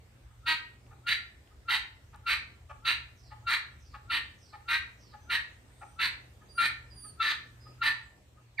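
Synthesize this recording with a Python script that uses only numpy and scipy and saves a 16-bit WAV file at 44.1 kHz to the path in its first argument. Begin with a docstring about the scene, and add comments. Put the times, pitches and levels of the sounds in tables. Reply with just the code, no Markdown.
"""Guinea hen in a wooden coop

A guinea hen calls across a lawn: a soft cluck, then a cry that opens as a whistle (sines) and breaks into
a rasp (throat-filtered pulses and noise). The wood answers with scattered echo (decaying noise convolution);
a second hen joins at the end. Songbirds whistle and buzz (gliding tones), small clicks sound nearby,
over low rumble and leaf hiss (shaped noise), a mains hum and a thin insect band."""
import sys
import numpy as np
from scipy import signal
from scipy.fft import rfft, irfft, next_fast_len
from scipy.io import wavfile
from scipy.ndimage import uniform_filter1d, map_coordinates

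SR = 44100
rng = np.random.default_rng(int(sys.argv[2]) if len(sys.argv) > 2 else 0)


def to_wav(sig):
    """Store sig (one row per channel, or 1-D mono) as 16-bit WAV at the path in sys.argv[1].

    Samples outside -1..1 are clipped; the rate is SR.
    """
    pcm = np.clip(np.atleast_2d(sig), -1, 1) * 32767
    pcm = np.round(pcm).astype(np.int16)
    wavfile.write(sys.argv[1], SR, pcm.T)  # frames by channels


N = 379260


def amp(db):
    """dB to gain."""
    return 10 ** (np.asarray(db) / 20)


def unit(x):
    """Scaled to rms 1."""
    return x / np.sqrt(np.mean(x ** 2) + 1e-20)


def along(points, hz):
    """Interpolate (Hz, value) points on a log frequency axis."""
    f, v = np.transpose(points)
    return np.interp(np.log(hz + 1), np.log(f + 1), v)


def wobble(rate, size=N):
    """A smooth random curve, rate knots a second."""
    knots = rng.standard_normal(int(size * rate / SR) + 4)
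    return map_coordinates(knots, [np.arange(size) * rate / SR])


def tone_phase(hz):
    """Phase [rad] of a tone whose frequency follows hz."""
    return 2 * np.pi * np.cumsum(hz) / SR


def filtered(x, response):
    """x times a complex response of frequency."""
    m = next_fast_len(x.shape[-1] + 8192)
    return irfft(rfft(x, m) * response(np.fft.rfftfreq(m, 1 / SR)), m)[..., :x.shape[-1]]


def causal(db):
    """The minimum-phase response with these levels, by folding the cepstrum."""
    c = irfft(np.log(amp(db) + 1e-6))
    c[1:len(c) // 2] *= 2
    c[len(c) // 2 + 1:] = 0
    return np.exp(rfft(c))


def mode(f, hz, width_hz):
    """One resonance, gain 1 at its centre."""
    return 1j * f * width_hz / (hz * hz - f * f + 1j * f * width_hz)


def add(track, s, x):
    """Mix x into track from time s."""
    part = track[max(round(s * SR), 0):][:len(x)]
    part += x[:len(part)]


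def rush(spectrum, patchy_db):
    """Stereo noise of rms 1 with patches of random gain; the channels are alike in the bass only."""
    # left-right likeness: (frequency [Hz], correlation)
    alike = [(30, 1), (130, 0.93), (280, 0.71), (600, 0.45), (1300, 0.011)]
    z = signal.stft(rng.standard_normal((2, N)), nperseg=512)[2]
    field = uniform_filter1d(rng.standard_normal(z.shape[1:]), 6, 0)
    field = uniform_filter1d(field, 14, 1)
    pair = signal.istft(z * amp(patchy_db * unit(field)), nperseg=512)[1][:, :N]

    def mid_side_response(hz):
        turn = np.arccos(np.clip(along(alike, hz), -1, 1)) / 2
        return amp(along(spectrum, hz)) * [np.cos(turn), np.sin(turn)]

    mid, side = filtered(pair, mid_side_response)
    return unit(np.array([mid + side, mid - side]))


def outdoors():
    """Distant rumble, air in the leaves, a wavering mains hum and a thin insect band."""
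    # leaf hiss spectrum: (frequency [Hz], relative density [dB per Hz])
    air_spectrum = [(88, -31), (150, -7), (370, -10.5), (1060, -17.5), (2000, -18.5), (5000, -26.5),
                    (9000, -27.5), (10500, -38), (14000, -31.5), (15700, -46)]
    # rumble spectrum: (frequency [Hz], relative density [dB per Hz])
    rumble_spectrum = [(16, -63.5), (28, -26.5), (49, -1.5), (70, 2.5), (124, -7), (156, -33), (200, -39),
                       (260, -62), (440, -120)]
    # background course: (time [s], rumble level [dB], air level [dB])
    course = [(0.0, -58, -64.5), (2.25, -56, -64), (7.69, -59.5, -62), (8.6, -62, -67)]
    t = np.arange(N) / SR
    s, rumble_db, air_db = np.transpose(course)
    hum = amp(-61 + 3.5 * wobble(6.2)) * np.sin(2 * np.pi * 120.5 * t + 1.5 * wobble(9))
    insects = filtered(rng.standard_normal((2, N)), lambda f: mode(f, hz=7780, width_hz=120))
    air = amp(np.interp(t, s, air_db)) * rush(air_spectrum, patchy_db=2.0)
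    rumble = amp(np.interp(t, s, rumble_db)) * rush(rumble_spectrum, patchy_db=1.5)
    gusts = amp(1.3 * wobble(5))
    return gusts * (rumble + hum) + air + amp(-86) * unit(insects)


def syrinx(t, hz, rough):
    """Pulses of the voice: rough means uneven timing, uneven size and turbulent noise."""
    rough = np.clip(rough, 0, 1)
    cycles = np.cumsum(hz * (1 + .1 * rough * wobble(200, size=len(t)))) / SR
    pulses = np.diff(np.floor(cycles), prepend=0) * amp(3.4 * rough * rng.standard_normal(len(t)))
    breath = rng.standard_normal(len(t)) * (1 + 0.57 * np.cos(2 * np.pi * cycles))
    return np.sqrt(1 - rough) * unit(pulses) + np.sqrt(rough) * unit(breath)


def coop(f, spread):
    """Close boards delay (up to spread [s]) and colour each band, smearing pulses; redrawn per call."""
    knots = np.arange(0, SR / 2, 200)
    delay_s = np.interp(f, knots, spread * rng.random(len(knots)))
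    colour_db = np.interp(f, knots, rng.normal(0, 3.5, len(knots)))
    return amp(colour_db) * np.exp(-2j * np.pi * np.cumsum(delay_s) * f[1])


def clucks():
    """A faint peep, then a few beak-shut pulses sinking in pitch; the swollen throat rings low a moment later."""
    # clucks: (time [s], peep [dB], voice [dB], low ring over the voice [dB])
    cluck_rows = [(0.3083, -63, -56, -1), (0.9157, -59, -33, -9), (1.5165, -62, -55, -4),
                  (2.139, -56.5, -31, -8), (2.702, -50.5, -22, -9.5), (3.3183, -49, -28.5, -7),
                  (3.9458, -44, -21.5, -13), (4.5378, -45.5, -25.5, -8), (5.1379, -51, -31, -7),
                  (5.8206, -49.5, -26.5, -6), (6.42, -56.5, -41.5, -8.5), (7.0502, -49, -37, -11),
                  (7.667, -50, -38.5, -10), (8.3784, -57.5, -49, -9)]
    # closed-beak resonances: (centre [Hz], width [Hz], gain [dB])
    closed_beak = [(1180, 430, -6), (1724, 290, -6.5), (2150, 400, -16)]
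    out, t = np.zeros(N), np.arange(SR // 10) / SR
    peep_hz = np.interp(t, [0, .02, .045], [1190, 1270, 1200])
    peep_swell = amp(np.interp(t, [0, .018, .043], [-16, 0, -18], right=-150))
    peep = peep_swell * np.sin(tone_phase(peep_hz))
    for s, peep_db, voice_db, low_db in cluck_rows:
        voice = syrinx(t, np.interp(t, [0, .015], [300, 281]), rough=0.3)
        upper = amp(np.interp(t, [0, .012, .024, .04], [-4.5, -3.5, -3.5, -49])) * voice
        lower = amp(np.interp(t, [.004, .016, .03, .05], [1, 6.5, 1, -31])) * voice
        sound = filtered(upper, lambda f: sum(amp(g) * mode(f, c, w) ** 2 for c, w, g in closed_beak))
        sound += amp(low_db) * filtered(lower, lambda f: mode(f, hz=845, width_hz=200) ** 2)
        add(out, s - .013, amp(peep_db) * peep)
        add(out, s - .01, amp(voice_db) * filtered(sound, lambda f: coop(f, spread=0.0049)))
    return out


def wood(x, gap):
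    """Trunks scatter sound back after gap [s]; each frequency dies at its own speed, paths renew every 0.3 s."""
    # echo decay: (frequency [Hz], t60 [s])
    decay = [(500, 0.4), (1900, 0.39), (4000, 0.34), (6000, 0.33), (12000, 0.15)]
    out, hop = np.zeros((2, N + SR)), SR * 3 // 10
    for start in range(0, N, hop):
        hz, t, z = signal.stft(rng.standard_normal((2, SR * 6 // 10)), SR, nperseg=256)
        tail = signal.istft(z * amp(-60 * t / along(decay, hz)[:, None]), SR, nperseg=256)[1]
        wet = signal.fftconvolve(x[None, start:start + hop], tail / np.linalg.norm(tail[0]), axes=1)
        out[:, start:start + wet.shape[1]] += wet
    return np.pad(out, ((0, 0), (round(gap * SR), 0)))[:, :N]


def cries():
    """A faint rising lead-in, a loud whistle, then the membranes lose step and rasp."""
    # cries: (time [s], whistle [Hz], whistle [dB], whistle length [s], rasp [dB], rasp length [s],
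    # beak resonance [Hz], clear partial over the rasp [dB])
    cry_rows = [(0.46, 1367, -34, 0.015, -27, 0.064, 1895, 0),
                (1.065, 1402, -31.5, 0.023, -28, 0.065, 1964, -9.5),
                (1.682, 1384, -27.5, 0.019, -26.5, 0.075, 1894, -9.5),
                (2.262, 1370, -29.5, 0.037, -27, 0.073, 1824, -8),
                (2.849, 1356, -34.5, 0.046, -27, 0.066, 1772, -6.5),
                (3.467, 1370, -28, 0.04, -28.5, 0.082, 1760, -8.5),
                (4.098, 1374, -30, 0.018, -29.5, 0.072, 1806, -5),
                (4.681, 1376, -33, 0.046, -27, 0.074, 1878, -1),
                (5.296, 1392, -31.5, 0.018, -27.5, 0.06, 1828, -5.5),
                (5.989, 1344, -32, 0.024, -28.5, 0.074, 1793, -9),
                (6.578, 1380, -23, 0.039, -27, 0.081, 1800, -3.5),
                (7.199, 1343, -24, 0.024, -30, 0.12, 1763, -2.5),
                (7.814, 1380, -24, 0.013, -26.5, 0.074, 1781, -2.5)]
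    # whistle partials: (multiple of pitch, relative level [dB]); thirds: every third cycle grows stronger
    partials = [(2 / 3, -26), (1, 0), (4 / 3, -14), (5 / 3, -13), (2, -5), (7 / 3, -21), (8 / 3, -12),
                (3, -11), (10 / 3, -21)]
    # throat spectrum: (frequency [Hz], relative density [dB per Hz])
    throat_spectrum = [(320, -27.5), (640, -32), (920, -14), (1240, -11.5), (1560, -9.5), (1900, -4.5),
                       (2350, -3.5), (2750, -7.5), (3450, -12), (3920, -6.5), (4600, -12), (5000, -30),
                       (5900, -29), (7200, -35), (10300, -57)]
    # air through the nostrils: (start [Hz], half width [Hz], level under the rasp [dB])
    hiss_bands = [(9005, 980, -20.5), (12630, 880, -26)]
    lead_in_s, lead_in_db = .036, -59
    open_s, close_s = 0.0101, .009  # whistle opens and closes
    usual_whistle_db = -36  # louder whistles are purer and hold the rasp back
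    fade_db_per_s = 62.5  # overtones outlast the whistle
    out, t = np.zeros(N), np.arange(SR // 4) / SR - lead_in_s
    size = len(t)

    def drift():
        """Each overtone's own slow pitch drift."""
        return 1 + np.cumsum(.008 * wobble(80.9, size)) / np.arange(1, size + 1)

    for s, whistle_hz, whistle_db, held, rasp_db, length, beak_hz, clear_db in cry_rows:
        push_db = whistle_db - usual_whistle_db
        # a weaker clear partial means rougher, and rougher means brighter
        rough = .19 - 0.061 * clear_db
        bright_db = -2.5 + 5.5 * rough

        scoop = np.interp(t, [-lead_in_s, -open_s, 0], [.9, 1.02, 1])  # pitch ratio
        phase = tone_phase(whistle_hz * scoop * (1 + 0.0048 * wobble(60, size)))
        swell_db = np.interp(
            t, [-lead_in_s, -lead_in_s * 2 / 3, -open_s / 2, open_s / 2, held, held + close_s],
            [lead_in_db - 20, lead_in_db - 3, lead_in_db + 6, whistle_db, whistle_db, whistle_db - 30],
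            right=-150)
        split_db = np.interp(t, [-.008, .004, .015, length, length + .03],
                             [-30, -4, 0, -fade_db_per_s * length, -50], left=-150, right=-150)
        thirds = sum(amp(db + 3 * wobble(50, size)) * np.sin(k * phase * drift() + k * k)
                     for k, db in partials if k % 1)
        octaves = sum(amp(db) * np.sin(k * phase) for k, db in partials if k in (2, 3))
        octaves *= amp(np.maximum(swell_db - whistle_db + 3, -6))  # sink when the whistle ends
        overtones = amp(usual_whistle_db + .3 * push_db + split_db) * (thirds + octaves)
        add(out, s - lead_in_s, amp(swell_db) * np.sin(phase) + overtones)

        def throat_and_coop(f):
            throat = causal(along(throat_spectrum, f) + bright_db * (f > 3000))
            beak = 1 + 1.1 * mode(f, beak_hz, width_hz=200)
            notch = 1 - .7 * mode(f, beak_hz, width_hz=70)
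            return throat * beak * notch * coop(f, spread=.011)

        # the beak picks the sixth multiple of the pulse rate
        rasp = unit(filtered(syrinx(t, beak_hz / 6, rough), throat_and_coop))
        # as the whistle ends, one clear partial locks onto the beak resonance, replacing the pulses there
        locked = np.interp(t, [held - .005, held + 0.0033], [0, 1])
        locked = locked * amp(clear_db + 1.5 + 5 * rough * wobble(64, size))
        ring = locked * np.sin(tone_phase(beak_hz * (1 + .12 * rough ** 3 * wobble(120, size))))
        # a second clear partial climbs in the upper throat resonance
        climb_hz = (3712 + 4100 * t) * (1 + .025 * wobble(150, size))
        upper = amp(-11 + 4.5 * wobble(70, size)) * np.sin(tone_phase(climb_hz))
        # the hiss bands sink as the neck stretches
        sink = np.cumsum(1 - 0.65 * t) / SR
        hiss = sum(amp(db + bright_db) * wobble(width_hz * 2, size) * np.sin(2 * np.pi * start_hz * sink)
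                   for start_hz, width_hz, db in hiss_bands)

        first_db = rasp_db - 0.22 * push_db
        late = .0004 * push_db  # [s] later after a loud whistle
        full_s = late + .019 + 0.24 * held  # waits for a share of the whistle
        effort_db = np.interp(t, [late - .002, late + .006, full_s, length],
                              [-60, first_db - 10.5, first_db, rasp_db], left=-150)
        effort_db = effort_db - 450 * np.maximum(t - length, 0)  # fall, dB/s
        effort = amp(effort_db + 0.65 * wobble(61.8, size))
        add(out, s - lead_in_s, effort * (rasp + ring + upper + hiss))
    return out


def ticks():
    """Dry clicks nearby: decaying sines of a few cycles."""
    # clicks: (time [s], level [dB], frequency [Hz])
    tick_rows = [(.866, -52, 2700), (1.475, -50, 3080), (2.146, -47, 4000), (2.161, -45, 9100)]
    out, t = np.zeros(N), np.arange(200) / SR
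    for s, db, hz in tick_rows:
        add(out, s, amp(db) * np.exp(-t * hz / 1.8) * np.sin(2 * np.pi * hz * t))
    return out


def songbirds():
    """Gliding whistles, beaded notes with growing overtones, and wheezy noise-modulated buzzes."""
    # falling buzzy notes: (time [s], level [dB])
    buzzes = [(3.161, -64), (3.799, -63.5), (4.38, -61), (4.974, -63)]
    # one high buzzy note: (time [s], length [s], start [Hz], end [Hz], level [dB])
    chatter = (5.667, .36, 8300, 8900, -69)
    # whistles: (start [s], end [s], start [Hz], end [Hz], level [dB])
    whistles = [(7.6, 7.74, 5020, 4920, -60), (5.16, 5.31, 6060, 6100, -69), (5.8, 6.03, 6000, 5980, -75),
                (4.38, 4.57, 9100, 7400, -78), (7.98, 8.12, 8500, 7200, -75)]
    # beaded notes, breaking downward before the end: (start [s], end [s], start [Hz], end [Hz], level [dB])
    beaded = [(6.48, 6.69, 4810, 4480, -53), (6.895, 7.115, 4900, 4420, -51)]
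    out = np.zeros(N)
    for s, length, hz0, hz1, db in [(s, .19, 6050, 3970, db) for s, db in buzzes] + [chatter]:
        u = np.linspace(0, 1, round(length * SR))
        phase = tone_phase(hz0 + (hz1 - hz0) * u)
        swell = amp(db + 1.7 * wobble(60, size=len(u))) * np.sin(np.pi * u) ** 0.43
        add(out, s, swell * wobble(1500, size=len(u)) * np.sin(phase))

    for s, end, hz0, hz1, db in whistles:
        u = np.linspace(0, 1, round((end - s) * SR))
        shake = 1 + (.002 + .006 * u ** 2) * wobble(150, size=len(u))
        phase = tone_phase((hz0 + (hz1 - hz0) * u) * shake)
        swell = np.sin(np.pi * u) ** .6
        add(out, s, amp(db + 3 * wobble(30, size=len(u))) * swell * np.sin(phase))

    beads_per_s, break_at = 17, .71  # break as a share of the note
    octave_db, twelfth_db = 9, -14  # overtones at the note's end
    for s, end, hz0, hz1, db in beaded:
        u = np.linspace(0, 1, round((end - s) * SR))
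        fallen = np.interp(u, [0, break_at, break_at + .03, 1], [0, .44, .78, 1])
        shake = 1 + .02 * u ** 4 * wobble(150, size=len(u))
        phase = tone_phase((hz0 + (hz1 - hz0) * fallen) * shake)
        beads = np.abs(np.sin(np.pi * beads_per_s * u * (end - s)))
        overtones = amp(octave_db) * np.sin(2 * phase) + amp(twelfth_db) * np.sin(3 * phase)
        overtones *= u ** 1.5 * amp(2.5 * wobble(40, size=len(u)))
        swell = np.sin(np.pi * u) ** .3
        add(out, s, amp(db) * swell * (beads ** 1.5 * np.sin(phase) + overtones))
    return out


def second_hen():
    """Another hen starts a cry: a falling tone whose alternate cycles soon differ, adding lines halfway."""
    # course of the tone: (time [s], frequency [Hz], level [dB])
    fall = [(8.572, 2451, -67), (8.585, 2270, -31.5), (8.588, 1890, -35), (8.593, 1772, -30.5),
            (8.6, 1752, -19.5)]
    t = np.arange(N) / SR
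    s, hz, db = np.transpose(fall)
    phase = tone_phase(np.interp(t, s, hz))
    halves = sum(amp(-20) * np.sin(k * phase / 2) for k in (1, 3, 5))
    halves = np.interp(t, s[1:4], [0, .3, 1]) * halves
    swell = amp(np.interp(t, s, db, left=-150))
    return swell * (np.sin(phase) + amp(-17) * np.sin(2 * phase) + halves)


def scene():
    """The hen ahead, the songbirds and the second hen to the right, all in the echo of the wood."""
    # hen's level difference: (frequency [Hz], left minus right [dB])
    lean = [(600, -0.5), (1230, 4.5), (2240, -1.5), (4100, -5.5), (7500, -6), (13700, -10.5)]
    # hen's phase difference: (frequency [Hz], left leads by [rad])
    lead = [(1000, 0.85), (2150, -1.26), (5000, 0.5), (6800, 2), (12000, 1.2)]

    def ports(f):
        return np.array([amp(k * along(lean, f)) * np.exp(1j * k * along(lead, f)) for k in (.5, -.5)])

    background = outdoors()
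    hen = clucks() + cries()
    birds = songbirds() + second_hen()
    near = filtered(hen, ports) + birds * amp([[-3], [3]]) + ticks()
    echo = wood(amp(-8) * hen + amp(-8) * birds, gap=0.016)
    return near + echo + background


def record(dry):
    """Keeps nothing above the band limit, 15720 Hz."""
    return filtered(dry, lambda hz: hz < 15720)


dry = scene()
out = record(dry)
to_wav(out)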